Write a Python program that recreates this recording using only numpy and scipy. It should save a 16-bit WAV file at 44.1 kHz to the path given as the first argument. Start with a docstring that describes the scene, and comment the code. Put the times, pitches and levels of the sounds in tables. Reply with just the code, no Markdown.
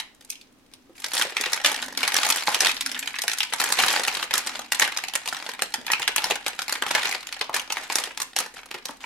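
"""A plastic sweet bag crackles close by as two hands knead it over a cloth-covered table and pull its seam open.
Large creases buckle in single snaps; each squeeze drives a fine crackle of many small flips of film.
Fingers bump the filled bag and its wall pops, as short low rings that fall in pitch.
Table, bag and hands scatter each snap at once; behind lie a small diffuse room, still air, a rumble and a faint drone."""
import sys
import numpy as np
from scipy import signal
from scipy.fft import rfft, irfft
from scipy.io import wavfile
from scipy.ndimage import uniform_filter1d

SR = 44100
rng = np.random.default_rng(int(sys.argv[2]) if len(sys.argv) > 2 else 0)


def unload_wav(signal):
    """Save mono or channel-first audio to the path in sys.argv[1] as 16-bit WAV at rate SR, clipped to [-1, 1]."""
    wavfile.write(
        sys.argv[1],
        SR,
        np.round(np.clip(np.atleast_2d(signal).T, -1, 1) * 32767).astype(np.int16),
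    )


N = 399105  # length [samples]
TAPS = 2048  # length of one click [samples]
TIME, HZ = np.arange(N) / SR, np.fft.rfftfreq(TAPS, 1 / SR)


def amp(db):
    """Turns decibels into gain."""
    return 10 ** (np.asarray(db) / 20)


def unit(x):
    """Scales a signal to rms 1."""
    return x / np.sqrt(np.mean(x ** 2) + 1e-20)


def read(points, hz):
    """Reads a curve of (frequency, value) points on a log-frequency axis."""
    point_hz, value = np.transpose(points)
    return np.interp(np.log(hz + 1), np.log(point_hz + 1), value)


def curve(points):
    """Reads a curve of (time, value) points at every sample."""
    return np.interp(TIME, *np.transpose(points))


def add(mix, s, sound):
    """Lays a sound of several channels into the mix at time s."""
    part = mix[:, max(round(s * SR), 0):][:, :sound.shape[1]]
    part += sound[:, :part.shape[1]]


# Large creases that snap: (time [s], middle-band rms target over 9 ms [dB], treble relative to it [dB])
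CREASE_SNAPS = [(0.001, -27.5, -6.5), (0.302, -36.5, 9.5), (0.325, -41.0, -11), (0.355, -43.0, -10),
                (0.413, -47.5, -3.5), (0.737, -47.0, 2.5), (1.043, -26.0, -3), (1.214, -21, -10),
                (1.368, -19.5, -8.5), (1.411, -29, 5), (1.438, -24, -10), (1.532, -22, 2.5),
                (1.647, -15.0, -8), (1.661, -19.0, 1.5), (1.826, -27, -5), (1.975, -27, 3.5),
                (2.031, -20.0, -6.5), (2.078, -21.0, -1), (2.143, -23.5, 2), (2.166, -23, 5),
                (2.232, -19.5, -6.5), (2.253, -23.5, -5), (2.302, -20.5, 4), (2.474, -20.5, -7),
                (2.545, -21, -7), (2.606, -20, 4), (2.659, -21.5, -12), (2.694, -21.5, -12),
                (2.767, -31.0, -4), (2.809, -24.5, -1), (2.862, -26, 2), (2.916, -32, 2.5),
                (2.946, -28.5, -11.5), (2.964, -30, -23), (2.992, -37, 10.5), (3.027, -29, -10),
                (3.075, -24.5, -7.5), (3.142, -28, -29.5), (3.161, -30.5, -14), (3.187, -26.5, -3.5),
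                (3.219, -31, 7), (3.237, -32, 2), (3.28, -20, -2.5), (3.297, -32, 1), (3.316, -26, -3),
                (3.334, -29, 1.5), (3.385, -30.5, 4.5), (3.405, -18.5, -10), (3.431, -25.0, -1),
                (3.525, -27.5, -9), (3.536, -23.0, -2.5), (3.615, -23.5, -5), (3.724, -22, 3.5),
                (3.8, -18.5, -8), (4.081, -19.5, -6), (4.17, -29, -4), (4.309, -25.0, -8),
                (4.339, -21.5, 2.5), (4.379, -27.5, 7.5), (4.472, -27.5, 2), (4.721, -20, -0.5),
                (4.747, -28.5, 1.5), (4.797, -23.0, 7), (4.823, -17, -4.5), (4.85, -25.5, -10),
                (4.877, -27, -6), (4.973, -27.0, 3.5), (5.038, -27.5, -5.5), (5.084, -30.5, -1),
                (5.137, -29.5, -4), (5.154, -23.5, 3), (5.258, -32, -3), (5.276, -28, -2), (5.287, -31, 4),
                (5.536, -36, -4), (5.593, -31, -11), (5.621, -22.5, 1.5), (5.74, -24.0, 0),
                (5.866, -29.5, -3), (5.881, -29, -20), (5.902, -22, -21), (5.918, -25, 5),
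                (5.934, -16, -13), (6.028, -25, -8), (6.078, -17.0, -5), (6.162, -22.0, 2.5),
                (6.181, -20.5, -6.5), (6.242, -23, 0.5), (6.309, -19.5, -5.5), (6.356, -29.5, -2),
                (6.464, -23.5, -4.5), (6.481, -28, 1.5), (6.591, -25, -5.5), (6.619, -31.5, 2),
                (6.695, -28, -2), (6.725, -26, 3.5), (6.823, -22.0, -6), (6.865, -27, -8), (6.911, -24, -2),
                (6.95, -17, -4.5), (6.982, -24.5, -16), (7.055, -21.5, -8.5), (7.125, -24.5, -10),
                (7.27, -36, 1), (7.326, -29.5, -3.5), (7.412, -21.5, -7), (7.544, -24.5, 1.5),
                (7.564, -25.5, -2), (7.703, -26.5, -9.5), (7.723, -28, 4), (7.77, -25.5, -14),
                (7.924, -35.5, 8), (7.956, -25.5, 8.5), (7.985, -25.5, 0.5), (8.175, -32.5, 1.5),
                (8.201, -30.5, 1), (8.218, -31, 8), (8.364, -24, 2), (8.388, -27, 7), (8.713, -33, -6.5),
                (8.743, -33.5, -4.5), (8.855, -33, 4), (9.04, -31.5, -23.5)]
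# How freely the bag wall moves with a crease, low when pinched tight:
# (time [s], low-band level of a snap relative to its middle band [dB])
WALL_SLACK = [(0, -14), (0.3, -73), (0.75, -15.5), (2.16, -11), (2.8, -18.5), (3.42, -17.5), (3.54, -7),
              (5.0, -11.5), (5.65, -5.5), (6.03, -16.5), (6.28, -5.5), (6.65, -11.5), (6.88, -2),
              (7.2, -25.5), (7.45, -7)]


def snaps(before_db=-20.5, after_db=-12.0, apart_s=.009):
    """A large crease snaps, with a weaker click of like colour just before and after; a slack wall adds body."""
    out = np.zeros((3, N))
    for s, db, treble_db in CREASE_SNAPS:
        low_db = np.interp(s, *np.transpose(WALL_SLACK))
        band_db = db + np.array([low_db, 0, treble_db])
        early, late = rng.random(2) + .5
        weaker_click = buckle(band_db)
        add(out, s - .5 * apart_s * early, amp(before_db) * weaker_click)
        add(out, s, buckle(band_db))
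        add(out, s + apart_s * late, amp(after_db) * weaker_click)
    return out


# Starting colour of the film, before each click's bands are balanced: (frequency [Hz], level per Hz [dB])
FILM_COLOUR = [(110, -32.5), (165, -17), (640, -7), (820, 0.5), (1100, -4.5), (1800, -2), (5000, -6),
               (12000, -10.5), (13500, -21.5), (16000, -31)]
# Borders of the bass, low, middle and treble bands of a click: (frequency [Hz])
CLICK_BANDS = [60, 300, 1300, 4500, 16000]
SNAP_S = .009  # window over which a click's level is reckoned [s]


def buckle(band_db, bass_db=-20.5, ripple_db=1.35, facet_db=4.5, facet_width=0.12, facet_hz=4660.0,
           facet_rise=0.38, stutter=0.54, stutter_s=.0007, count=2):
    """One facet of film flips: a stuttering click with brief resonances of its own and an uneven colour."""
    grain = uniform_filter1d(rng.standard_normal(len(HZ)), size=30)
    colour_db = read(FILM_COLOUR, HZ) + ripple_db * unit(uniform_filter1d(grain, size=20))

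    # The smaller the facet, the brighter it snaps and the higher it rings; a neighbour rings at any pitch
    own_hz = facet_hz * amp(facet_rise * (band_db[2] - band_db[1]) + rng.standard_normal())
    neighbour_hz = 750 * 9 ** rng.random()
    for hz in own_hz, neighbour_hz:
        height_db = facet_db * np.sqrt(facet_hz / hz)  # low rings stand out most
        colour_db = colour_db + height_db / (1 + ((HZ - hz) / (facet_width * hz)) ** 2)

    # The fold catches and jumps on before it settles
    catches = np.cumsum(rng.exponential(stutter_s, count))
    signs = rng.choice([-1, 1], count)
    jumps = 1 + stutter * signs @ np.exp(-2j * np.pi * np.outer(catches, HZ))
    ways = jumps * paths()

    band_db = np.r_[band_db[0] + bass_db, band_db]  # thin film radiates little bass
    for _ in range(2):  # two passes bring the bands near their levels: large facets dark, small taut ones bright
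        power = amp(colour_db) ** 2 * np.mean(abs(ways[:2]) ** 2, 0) * 2 / (TAPS * SNAP_S * SR)
        slope = []
        for lo, hi, db in zip(CLICK_BANDS, CLICK_BANDS[1:], band_db):
            present_db = 10 * np.log10(power[(HZ > lo) & (HZ < hi)].sum())
            slope.append((np.sqrt(lo * hi), db - present_db))
        colour_db = colour_db + read(slope, HZ)

    # Minimum phase: the click starts at once
    log_gain = np.log(amp(np.r_[colour_db, colour_db[-2:0:-1]]))
    causal = np.exp(np.conj(signal.hilbert(log_gain)))[:len(HZ)]
    return irfft(causal * ways)


def paths(table=0.67, table_s=0.003, scatter=1.0, scatter_s=.0022, linger=1.4, aim_s=.00004,
          spread_s=0.00018, count=30):
    """Ways to the left microphone, the right one and the room: direct, off the table, scattered by bag and hands."""
    # Most scattered sound comes at once, a little lingers
    late = scatter_s * (rng.random(count) * .97 + .03) ** (-1 / linger) - scatter_s
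    delay = np.r_[0, table_s * rng.uniform(.75, 1.25), late]
    size = np.r_[1, table, scatter * rng.choice([-1, 1], count) / np.sqrt(count)]
    # Time difference between the microphones for each way
    lag = np.r_[aim_s * (rng.standard_normal(2) + .5), spread_s * rng.uniform(-1, 1, count)]
    arrival = spread_s + delay + np.array([-lag, lag]) / 2
    ears = (size[:, None] * np.exp(-2j * np.pi * arrival[..., None] * HZ)).sum(1)
    to_room = np.ones(len(HZ))
    return np.vstack([ears / np.linalg.norm(size), to_room])


def crackle(level_db, per_s, spread_db, low_db, high_db, vary_db, growth, follow, count=40):
    """Strain builds and small creases release it: the harder the film is worked, the more flip, and the louder."""
    flex_db = flex()
    rate = per_s * amp(growth * (flex_db - np.median(flex_db)))  # flips per second
    shapes = []
    for _ in range(count):
        band_db = np.array([low_db, 0, high_db]) + vary_db * rng.uniform(-0.24, 1, 3)
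        shapes.append(unit(buckle(band_db)) * np.sqrt(SR / TAPS))

    wait, large, facet = rng.random((SR // 2, 3)).T
    moments = np.searchsorted(np.cumsum(rate) / SR, np.cumsum(2 * wait))
    size = unit(amp(spread_db * large ** 2)) * (-1) ** np.arange(len(large))
    work = amp(follow * flex_db + level_db) / np.sqrt(rate)  # shared out among the creases of each moment
    out = np.zeros((3, N))
    for at, gain, which in zip(moments[moments < N], size, facet):
        add(out, at / SR, gain * work[at] * shapes[int(which * count)])
    return out


# Between squeezes the film is held still, then turned over, then hangs open: (time [s], drive of the crackle [dB])
LIGHT_HANDLING = [(0.93, -70), (1.12, -39), (4.68, -46.5), (6.5, -48.5), (7.2, -42), (8.2, -52)]
# Fingers squeeze or pull the bag: (start time [s], length [s], drive of the crackle before build and sag [dB])
FINGER_SQUEEZES = [(0.2, 0.1, -55), (0.947, 0.17, -43.5), (1.124, 0.105, -24.5), (1.36, 0.21, -31),
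                   (1.631, 0.058, -19.5), (1.694, 0.149, -33.0), (1.966, 0.165, -27.5), (2.137, 0.276, -24),
                   (2.453, 0.114, -24.5), (2.589, 0.11, -21.5), (2.89, 0.25, -38.5), (3.57, 0.17, -24.5),
                   (3.748, 0.234, -20.0), (3.983, 0.261, -29.0), (4.315, 0.084, -26.5),
                   (4.421, 0.184, -34.5), (4.785, 0.05, -21.5), (4.898, 0.17, -37.5), (5.3, 0.2, -35),
                   (5.973, 0.04, -31), (6.18, 0.14, -30.5), (6.658, 0.11, -34), (6.86, 0.29, -30),
                   (7.529, 0.05, -25.5), (7.736, 0.116, -33.5), (7.884, 0.183, -30.0), (8.36, 0.07, -30.5),
                   (8.539, 0.055, -37.5), (8.863, 0.04, -37), (9.0, 0.05, -36.5)]
PRESS_S, SAG_DB_PER_S, LET_GO_S = .025, 9., .02  # a squeeze builds, eases as the film yields, and lets go
FLURRY_DB, FLURRY_S = -14., .018  # every snap sets the creases around it crackling


def flex():
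    """Drive of the fine crackle in dB: powers of light handling, squeezes and the flurry after each snap add up."""
    power = amp(curve(LIGHT_HANDLING)) ** 2
    for start, length, db in FINGER_SQUEEZES:
        during = slice(*np.searchsorted(TIME, [start, start + length + 10 * LET_GO_S]))
        t = TIME[during] - start
        press = np.minimum(t / PRESS_S, 1)
        let_go = np.exp(-np.maximum(t - length, 0) / LET_GO_S)
        power[during] += (amp(db - SAG_DB_PER_S * t) * press * let_go) ** 2
    for s, db, _ in CREASE_SNAPS:
        after = slice(*np.searchsorted(TIME, [s, s + 10 * FLURRY_S]))
        fade = np.exp(-(TIME[after] - s) / FLURRY_S)
        power[after] += (amp(db + FLURRY_DB) * fade) ** 2
    return 10 * np.log10(power)


# Tautness of the film: (time [s], treble gain of the crackle [dB])
FILM_TAUTNESS = [(1.03, 5), (1.35, -7), (2.35, -2), (3.7, -2.5), (4.65, -6.5), (8.3, -4.5)]
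FIRM_DB = -36.  # film driven more lightly than this loses its edge


def stretched(x, split_hz=4200, dulling=0.12):
    """Taut film trades body for treble; handled less than firmly, it loses its edge."""
    body = signal.sosfiltfilt(signal.butter(1, split_hz, fs=SR, output="sos"), x)
    treble = x - body
    taut_db = curve(FILM_TAUTNESS)
    dull_db = dulling * np.minimum(flex() - FIRM_DB, 0)
    return body * amp(-.35 * taut_db) + treble * amp(taut_db + dull_db)


def slackened(x, split_hz=300.0, share=0.59):
    """A slack wall lends the fine crackle more body, a pinched one less."""
    body = signal.sosfilt(signal.butter(1, split_hz, fs=SR, output="sos"), x)
    slack_db = curve(WALL_SLACK)
    return x + body * (amp(share * (slack_db - np.median(slack_db))) - 1)


# Finger bumps on the bag and hollow pops of its wall:
# (time [s], envelope peak before scuffing and low cut [dB], pitch it settles towards [Hz])
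BAG_BUMPS = [(0.894, -43.5, 332.7), (1.25, -29.5, 508), (1.4, -30.5, 397), (2.481, -14.5, 780),
             (3.24, -26, 665), (4.166, -37, 383), (5.78, -36, 230), (5.899, -22, 870), (6.001, -23, 840),
             (6.306, -24, 520), (7.412, -28, 886), (7.494, -23.5, 840), (7.9, -23, 865), (8.743, -33, 356),
             (8.89, -39, 260), (8.892, -27, 790)]


def bumps(rise_cycles=0.45, t60=0.06, rough=0.39, scuff=0.51, lowest_hz=156.0, glide=0.33, glide_s=0.0035):
    """A pushed bag answers with a short, scuffing low ring that drops in pitch as the wall relaxes."""
    out, t = np.zeros((1, N)), np.arange(SR // 6) / SR
    for s, db, hz in BAG_BUMPS:
        decay = amp(-60 * t / t60 * hz / 400)  # t60 holds at 400 Hz; high rings die sooner
        swell = (1 - np.exp(-t * hz / rise_cycles)) ** 2 * decay
        rub = unit(uniform_filter1d(rng.standard_normal(len(t)), size=70)) * hz / 400  # high rings wobble more
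        turns = hz * np.cumsum(1 + glide * np.exp(-t / glide_s)) / SR
        ring = np.sin(2 * np.pi * turns + rough * rub) * (1 + scuff * unit(rub[::-1]))
        add(out, s, amp(db) * (swell / swell.max() * ring)[None])
    return signal.sosfilt(signal.butter(2, lowest_hz, "high", fs=SR, output="sos"), out)


# Room ring: (frequency [Hz], 60 dB decay time [s])
ROOM_RING = [(150, 0.21), (2300, 0.34), (14000, 0.3)]
# Room send: (frequency [Hz], level [dB])
ROOM_SEND = [(200, -4), (2300, -5), (14000, -17)]


def room(x, build_s=0.0012, turn_hz=4., count=2):
    """Diffuse tails last longest around 2300 Hz and die soonest in the bass; turning film throws sound other ways."""
    out = np.zeros((2, N))
    for k in range(count):
        noise = irfft(diffuse(size=SR // 2)[1])
        hz, t, z = signal.stft(noise, SR, nperseg=256)
        fade = amp(-60 * t / read(ROOM_RING, hz)[:, None]) * (1 - np.exp(-(t / build_s) ** 2))
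        fade = fade / np.sqrt((fade ** 2).sum(1, keepdims=True) * t[1] * SR)  # equal energy at each frequency
        fade = fade * amp(read(ROOM_SEND, hz))[:, None]
        tail = signal.istft(z * fade, SR, nperseg=256)[1]
        facing = np.cos(2 * np.pi * turn_hz * TIME + np.pi * k / count)
        out += signal.fftconvolve((x * facing)[None], tail, axes=1)[:, :N]
    return out


# Likeness of the two microphones in a diffuse field: (frequency [Hz], correlation [0-1])
MICROPHONE_LIKENESS = [(400, 0.46), (1200, 0.43), (2500, 0)]


def diffuse(size):
    """Frequencies and spectra of white noise that reaches both microphones from all sides."""
    hz = np.fft.rfftfreq(size, 1 / SR)
    a, b = rfft(rng.standard_normal((2, size)))
    alike = np.clip(read(MICROPHONE_LIKENESS, hz), -1, 1)
    return hz, np.array([a, alike * a + np.sqrt(1 - alike ** 2) * b])


# Colour of the still room, before its overall level is set: (frequency [Hz], level per Hz [dB])
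AIR_COLOUR = [(15, -16), (100, -19), (290, -11.5), (600, -20), (4000, -28.5), (16000, -40)]
# Swells added to the low drone: (time [s], level [dB])
DRONE_SWELLS = [(1.92, -48), (2.88, -51.5), (4.56, -54)]


def background(air_db=-59.5, rumble_db=-70.5, rumble_hz=37.0, rumble_width_hz=1.5,
               drone_db=-65.5, drone_hz=263.0, drone_width_hz=27.5, swell_s=0.16):
    """Shaped noise makes still air; narrow bands of noise make a deep rumble and a faint wavering, swelling drone."""
    hz, z = diffuse(size=N)
    air = amp(air_db) * unit(irfft(z * amp(read(AIR_COLOUR, hz)), N))
    rumble_band = 1 + ((hz - rumble_hz) / rumble_width_hz) ** 2
    rumble = amp(rumble_db) * unit(irfft(z[0] / rumble_band, N))
    drone_band = 1 + ((hz - drone_hz) / drone_width_hz) ** 2
    drone = unit(irfft(diffuse(size=N)[1][0] / drone_band, N))
    level = amp(drone_db) + sum(amp(db) * np.exp(-((TIME - s) / swell_s) ** 2) for s, db in DRONE_SWELLS)
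    return air + rumble + drone * level


def scene(bump_room_db=1.0):
    """Snaps, separate ticks and a fine rustle from the bag, its close bumps, the room's answer, and the background."""
    ticks = crackle(level_db=-2.0, per_s=70., spread_db=15.5, low_db=-10.0, high_db=0.0,
                    vary_db=10.0, growth=.25, follow=0.95)
    # Even the finest creases differ in strength
    rustle = crackle(level_db=-4.5, per_s=330., spread_db=9., low_db=-9.5, high_db=-1.0,
                     vary_db=9.0, growth=.25, follow=1.077)
    left, right, outward = snaps() + slackened(stretched(ticks + rustle))
    knocks = bumps()[0]
    reverb = room(outward + amp(bump_room_db) * knocks)
    return np.array([left, right]) + knocks + reverb + background()


def record(dry, edge_hz=16200):
    """Clips at the recorder's full scale, then cuts the treble above its band limit."""
    held = np.clip(dry, -1, 1)
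    band_limit = signal.firwin(255, edge_hz, window=("kaiser", 9), fs=SR)
    return signal.oaconvolve(held, band_limit[None], "same")


dry = scene()
out = record(dry)
unload_wav(out)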